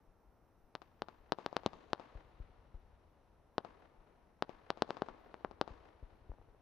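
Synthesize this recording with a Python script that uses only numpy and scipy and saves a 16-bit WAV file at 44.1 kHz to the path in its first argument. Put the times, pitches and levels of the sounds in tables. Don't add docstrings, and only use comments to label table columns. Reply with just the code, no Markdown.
import sys
import numpy as np
from scipy import signal
from scipy.io import wavfile

SR = 44100
rng = np.random.default_rng(int(sys.argv[2]) if len(sys.argv) > 2 else 0)


def transcribe(signal):
    frames = np.atleast_2d(signal).T
    limited = np.clip(frames, -1, 1)
    pcm = np.round(limited * 32767).astype(np.int16)
    wavfile.write(sys.argv[1], SR, pcm)


def gain_from_db(level_db):
    decades = np.asarray(level_db, float) / 20
    return 10 ** decades


N = 291501

# start_s, level_db, push_ms, ground_share, air_cutoff_hz
STAR_BURSTS = [(0.75241, -14.6, 0.24, .63, 3170), (1.02044, -13.7, 0.36, .71, 3190),
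               (1.32155, -7.7, 0.39, .78, 3590), (1.4625, -12.7, 0.39, .63, 3440),
               (1.5667, -8.5, 0.36, .61, 3470), (1.66203, -13.7, 0.85, .27, 3930),
               (1.66233, -10.0, 0.28, .55, 3930), (1.93235, -6.9, 0.32, .78, 3120),
               (3.58164, -10.3, 0.44, .82, 3140), (4.42392, -7.7, 0.35, .69, 3140),
               (4.70384, -8.3, 0.33, .61, 3350), (4.82178, -7.0, 0.47, .77, 3690),
               (4.90606, -14.3, 0.4, .71, 3050), (5.02051, -13.6, 0.56, .98, 2450),
               (5.34243, -23.9, 0.39, .46, 2410), (5.44771, -12.8, 0.43, .43, 1800),
               (5.61325, -8.9, 0.44, .77, 3460)]
WALL_PATHS = [66.2, 64.95, 64.95, 65.8, 67.7, 71, 70.7, 65.25, 66.95, 69.8, 69.85, 70, 63.35, 65.7, 66.6,
              64.3, 64.15]
WALL_FACINGS = [4.5, 4.5, 1.5, 1.1, -1.5, -12, 2, 0.5, 2, -0.5, -0.5, -2, 5, 3.5, 0, 1, 1.6]
# delay_ms, level_db, right_against_left_db
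NEAR_REFLECTORS = [(2.5, -26, -6), (4.7, -25.5, -5), (9.8, -21, -14), (24, -30, -8)]
# pitch_hz, level_db, t60_s
LANDSCAPE_BANDS = [(44, -68.5, 1.7), (96, -70, 2.7), (203, -63, 1.5), (370, -67.5, 3.8), (793, -66.5, 3.03),
                   (1630, -72.5, 3.24), (3570, -73.5, 3.58), (5700, -74, 1.66), (8500, -72, 2.4)]
# start_s, level_db, push_ms, knock_db (the rough front)
FAR_SHELLS = [(2.1526, -25.2, 2.6, -51), (2.4008, -21.3, 2.2, -45), (2.7433, -29.2, 5.0, -45.5),
              (5.7065, -25.4, 1.9, -51.5), (6.0275, -22.9, 1.9, -49), (6.2951, -21.7, 2.5, -46.5)]
# delay_s, level_db
HILLSIDES = [(0.062, -27), (0.097, -16), (.185, -19.5)]
# level_db, push_ms, ground_share, air_cutoff_hz
DULL_POP = (-30, 0.1051, 7, 700)
# delay_s, level_db
POP_ECHOES = [(0, 0), (.021, -9), (.067, -9), (.097, -8), (.17, -12), (.23, -13)]
# middle_s, level_db, pitch_hz
DEEP_THUDS = [(0.091, -56.5, 26.1), (0.29, -59, 49.7), (.64, -57, 23.7), (1.212, -56, 27), (1.76, -61, 26),
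              (3.999, -54.5, 28), (4.55, -58.5, 26.2), (5.12, -57, 27)]
# low_hz, high_hz
FLICKER_BANDS = [(13500, 14300), (14300, 15000)]
# pitch_hz, level_db (per Hz)
NIGHT_SPECTRUM = [(80, -14.5), (130, -13), (300, -16), (650, -21), (1000, -21.5), (1350, -32), (2200, -40),
                  (4200, -48.5), (7500, -65), (9000, -57), (10500, -57.5), (13500, -43.5)]
# pitch_hz, likeness (0-1)
NIGHT_LIKENESS = [(60, 0.95), (190, 0.9), (610, 0.76), (1930, 0.86), (6120, 0.17)]
# pitch_hz, left_minus_right_db
NIGHT_SIDES = [(60, 9), (250, 7), (500, -0.5), (6000, 0)]

SHOW_PAN_DB = -5.9


def rms_one(x):
    return x / np.sqrt(np.mean(x ** 2) + 1e-20)


def at_hz(points, hz):
    point_hz, value = np.array(points).T
    return np.interp(np.log(hz), np.log(point_hz), value)


def passed(x, hz, kind, order=2):
    return signal.sosfilt(signal.butter(order, hz, kind, fs=SR, output="sos"), x)


def sides(right_db):
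    return np.array([[1], [gain_from_db(right_db)]])


def add(out, sound, start_s):
    at = int(start_s * SR)
    out[..., at:at + sound.shape[-1]] += sound[..., :N - at]


def drift(rate_hz):
    knots = rng.standard_normal(int(N / SR * rate_hz) + 2)
    return np.interp(np.arange(N) / SR * rate_hz, np.arange(len(knots)), knots)


def pair(alike, size):
    mid, side = rng.standard_normal((2, size))
    alike = np.clip(alike, 0, 1)
    return np.sqrt((1 + alike) / 2) * mid + np.sqrt((1 - alike) / 2) * side * [[1], [-1]]


def blast(start_s, push_ms, fall=1.3, size=400):
    ms = (np.arange(size) - start_s * SR % 1) * 1000 / SR
    u = np.clip(ms, 0, None) / push_ms
    onset = np.clip(ms * SR / 1000 + .5, 0, 1)
    return -(1 - u) * np.exp(-fall * u) * onset


def crack(start_s, level_db, push_ms, ground, air_hz, fall=1.3):
    ground_delay_ms, port_cut_hz = .2, 187
    wave = blast(start_s, push_ms, fall)
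    sample = np.arange(len(wave))
    bounce = np.interp(sample - ground_delay_ms * SR / 1000, sample, wave, left=0)
    wave = wave + ground * passed(bounce, 6500, "low", order=1)
    steep = 0.017 * gain_from_db(.55 * (level_db + 8.5)) * (air_hz / 3400) ** 2.7
    front = steep * passed(wave, [6000, 11500], "band")
    wave = passed(wave, air_hz, "low", order=3) - front
    return gain_from_db(level_db) * passed(wave, port_cut_hz, "high", order=1)


def star_fall(push_ms):
    return 1.24 * (push_ms / 0.45) ** -0.54


def stars():
    low_star_db, usual_ground = 12.5, 0.76
    free, out = np.zeros(N), np.zeros((2, N))
    for start_s, level_db, push_ms, ground, air_hz in STAR_BURSTS:
        fall = star_fall(push_ms)
        direct = crack(start_s, level_db, push_ms, ground, air_hz, fall)
        add(out, direct * sides(SHOW_PAN_DB), start_s)
        add(out, signal.fftconvolve(direct[None], scatter(), axes=1), start_s)
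        charge = gain_from_db(low_star_db * (ground - usual_ground))
        add(free, charge * crack(start_s, level_db, push_ms, 0, air_hz, fall), start_s)
    return free, out


def scatter():
    start_s, start_db, loss_db_per_s, floor_db = .0015, -42.5, 554.5, -62
    s = np.arange(int(.06 * SR)) / SR
    uneven = gain_from_db(4.14 * rng.exponential(1, len(s)))
    envelope = gain_from_db(np.maximum(start_db - loss_db_per_s * s, floor_db)) * (s > start_s)
    taps = envelope * rms_one(uneven * pair(0.42, size=len(s)))
    taps = passed(taps, 2800, "low", order=1) * sides(-8.0)
    single = np.zeros_like(taps)
    chances = rng.standard_normal((len(NEAR_REFLECTORS), 2))
    for (delay_ms, level_db, right_db), (shift, change) in zip(NEAR_REFLECTORS, chances):
        reflection = gain_from_db(level_db + 0.98 * change) * sides(right_db)
        add(single, reflection, delay_ms * (1 + 0.041 * shift) / 1000)
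    return taps + passed(single, 1400, "low", order=1)


def wall():
    loss_db, push_share, cut_hz = 8.5, 0.48, 1015
    brightens_per_db, sharpens = .08, 0.85
    second_delay_ms, second_db = 5.7, -11
    out = np.zeros((2, N))
    for (star_s, star_db, star_ms, *_), path_ms, facing_db in zip(STAR_BURSTS, WALL_PATHS, WALL_FACINGS):
        start_s, push_ms = star_s + path_ms / 1000, push_share * star_ms
        level_db = star_db - loss_db + facing_db
        dull = crack(start_s, level_db, push_ms, 0.51, cut_hz * np.exp(brightens_per_db * facing_db))
        sharp = crack(start_s, level_db - 17.5 + sharpens * facing_db, push_ms, 0.19, 3600)
        add(out, np.convolve(dull + sharp, rough_wall()) * sides(-17), start_s)
        second = gain_from_db(second_db) * (dull + 1.7 * sharp) * sides(-20.5)
        add(out, second, start_s + second_delay_ms / 1000)
    return out


def rough_wall():
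    rough_db, fade_ms = -25.5, 4.2
    ms = np.arange(int(.025 * SR)) * 1000 / SR
    uneven = gain_from_db(5.2 * rng.exponential(1, len(ms))) * rng.standard_normal(len(ms))
    return (ms == 0) + gain_from_db(rough_db) * rms_one(uneven) * np.exp(-ms / fade_ms)


def landscape(free):
    start_s, rise_s = .03, 0.049
    early_db, early_fade_s = 16.5, .15
    late_db, late_gain_db_per_s = -6.5, 6.5
    ridge_s, ridge_width_s, ridge_db = .24, 0.054, 2.5
    s = np.arange(3 * SR) / SR
    ridge = ridge_db * np.exp(-((s - ridge_s) / ridge_width_s) ** 2)
    shape_db = early_db * np.exp(-s / early_fade_s) + late_db + late_gain_db_per_s * s + ridge
    build = np.clip((s - start_s) / rise_s, 0, 1) ** 2 * gain_from_db(shape_db)
    clumps = gain_from_db(3.0 * drift(120))[:len(s)]
    response = 0
    for hz, level_db, t60_s in LANDSCAPE_BANDS:
        band = passed(clumps * pair(0.49, size=len(s)), [hz / np.sqrt(2), hz * np.sqrt(2)], "band")
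        decay = gain_from_db(level_db - 60 * s / t60_s)
        response = response + rms_one(band) * np.sqrt(hz / 1000) * decay
    return signal.fftconvolve(free[None], response * build * sides(-6.0), axes=1)[:, :N]


def shells():
    blasts, knocks = np.zeros(N), np.zeros(N)
    fading = np.exp(-np.arange(900) / SR / 0.008)
    for start_s, level_db, push_ms, knock_db in FAR_SHELLS:
        add(blasts, gain_from_db(level_db) * blast(start_s, push_ms, fall=.8, size=3000), start_s)
        add(knocks, gain_from_db(knock_db + 4.5) * fading * rng.standard_normal(len(fading)), start_s)
    thump = passed(blasts, 63, "low")
    out = thump + 0.11 * passed(blasts, 400, "low")
    out = out + .08 * passed(blasts, [190, 520], "band")
    out = out + passed(knocks, [160, 600], "band")
    echo = thump + .25 * passed(blasts, [150, 450], "band")
    for delay_s, level_db in HILLSIDES:
        add(out, gain_from_db(level_db) * echo, delay_s)
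    r, w = np.exp(-np.pi * 28 / SR), 2 * np.pi * 23 / SR
    out = signal.lfilter([1, -2, 1], [1, -2 * r * np.cos(w), r * r], out + 1e-18)
    far_pop(out)
    return out


def far_pop(out):
    start_s = 6.3175
    for delay_s, level_db in POP_ECHOES:
        add(out, gain_from_db(level_db) * crack(start_s, *DULL_POP), start_s + delay_s)


def deep_thuds():
    half_s = .07
    out, s = np.zeros(N), np.arange(int(.14 * SR)) / SR
    for middle_s, level_db, hz in DEEP_THUDS:
        swell = np.exp(-((s - half_s) / 0.021) ** 2)
        add(out, gain_from_db(level_db) * swell * np.sin(2 * np.pi * hz * s), middle_s - half_s)
    return out * sides(SHOW_PAN_DB)


def rumble():
    rest_db, star_stirs_db, shell_stirs_db, fade_s = -72, -75, -71.5, 0.57
    t, power = np.arange(N) / SR, gain_from_db(2 * rest_db)
    for bursts, stir_db in ((STAR_BURSTS, star_stirs_db), (FAR_SHELLS, shell_stirs_db)):
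        for start_s, *_ in bursts:
            power = power + gain_from_db(2 * stir_db) * (t > start_s) * np.exp(-np.abs(t - start_s) / fade_s)
    wander = gain_from_db(2.0 * drift(9.9))
    roll = rms_one(passed(pair(.92, size=N), [22, 85], "band"))
    return np.sqrt(power) * wander * roll * sides(-5.0)


def high_flickers():
    level_db, stops_s, fade_s = -99, 1.55, .25
    early_share, late_share = .4, -1.3
    stopping = np.clip((np.arange(N) / SR - stops_s) / fade_s, 0, 1)
    ready, out = early_share + stopping * (late_share - early_share), 0
    for band_hz in FLICKER_BANDS:
        flickers = np.clip(3 * (drift(30) + ready), 0, 1)
        out = out + flickers * rms_one(passed(pair(0.86, size=N), band_hz, "band", order=6))
    return gain_from_db(level_db) * out


def steady_insects():
    level_db, pitch_hz = -105, 5750
    band = passed(pair(.3, size=N), [pitch_hz - 320, pitch_hz + 300], "band")
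    return gain_from_db(level_db) * rms_one(band)


def night():
    level_db = -72
    out, edges = 0, 90 * 2 ** np.arange(0, 7.6, .5)
    for low, high in zip(edges, edges[1:]):
        hz = np.sqrt(low * high)
        band = passed(pair(at_hz(NIGHT_LIKENESS, hz), size=N), [low, high], "band")
        flicker = gain_from_db(at_hz(NIGHT_SPECTRUM, hz) + 0.43 * drift(2.8))
        out = out + flicker * band * sides(-at_hz(NIGHT_SIDES, hz))
    return gain_from_db(level_db) * passed(rms_one(out), 11850, "low", order=24)


def scene():
    free, cracks = stars()
    thuds = shells()
    show = cracks + thuds * sides(SHOW_PAN_DB) + landscape(free + thuds)
    background = night() + rumble() + steady_insects()
    return show + background + deep_thuds() + high_flickers() + wall()


def lifted(x, hz, width_hz, lift):
    r, w = np.exp(-np.pi * width_hz / SR), 2 * np.pi * hz / SR
    return x + lift * signal.lfilter([(1 - r * r) / 2, 0, (r * r - 1) / 2], [1, -2 * r * np.cos(w), r * r], x)


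def roll_off(x):
    return signal.sosfilt(signal.butter(12, 15500, fs=SR, output="sos"), x)


def record(dry):
    coloured = lifted(dry, 840, 590, 0.088)
    coloured = lifted(coloured, 6050, 3100, 1)
    coloured = lifted(coloured, 3300, 750, -0.27)
    return roll_off(coloured)


dry = scene()
out = record(dry)
transcribe(out)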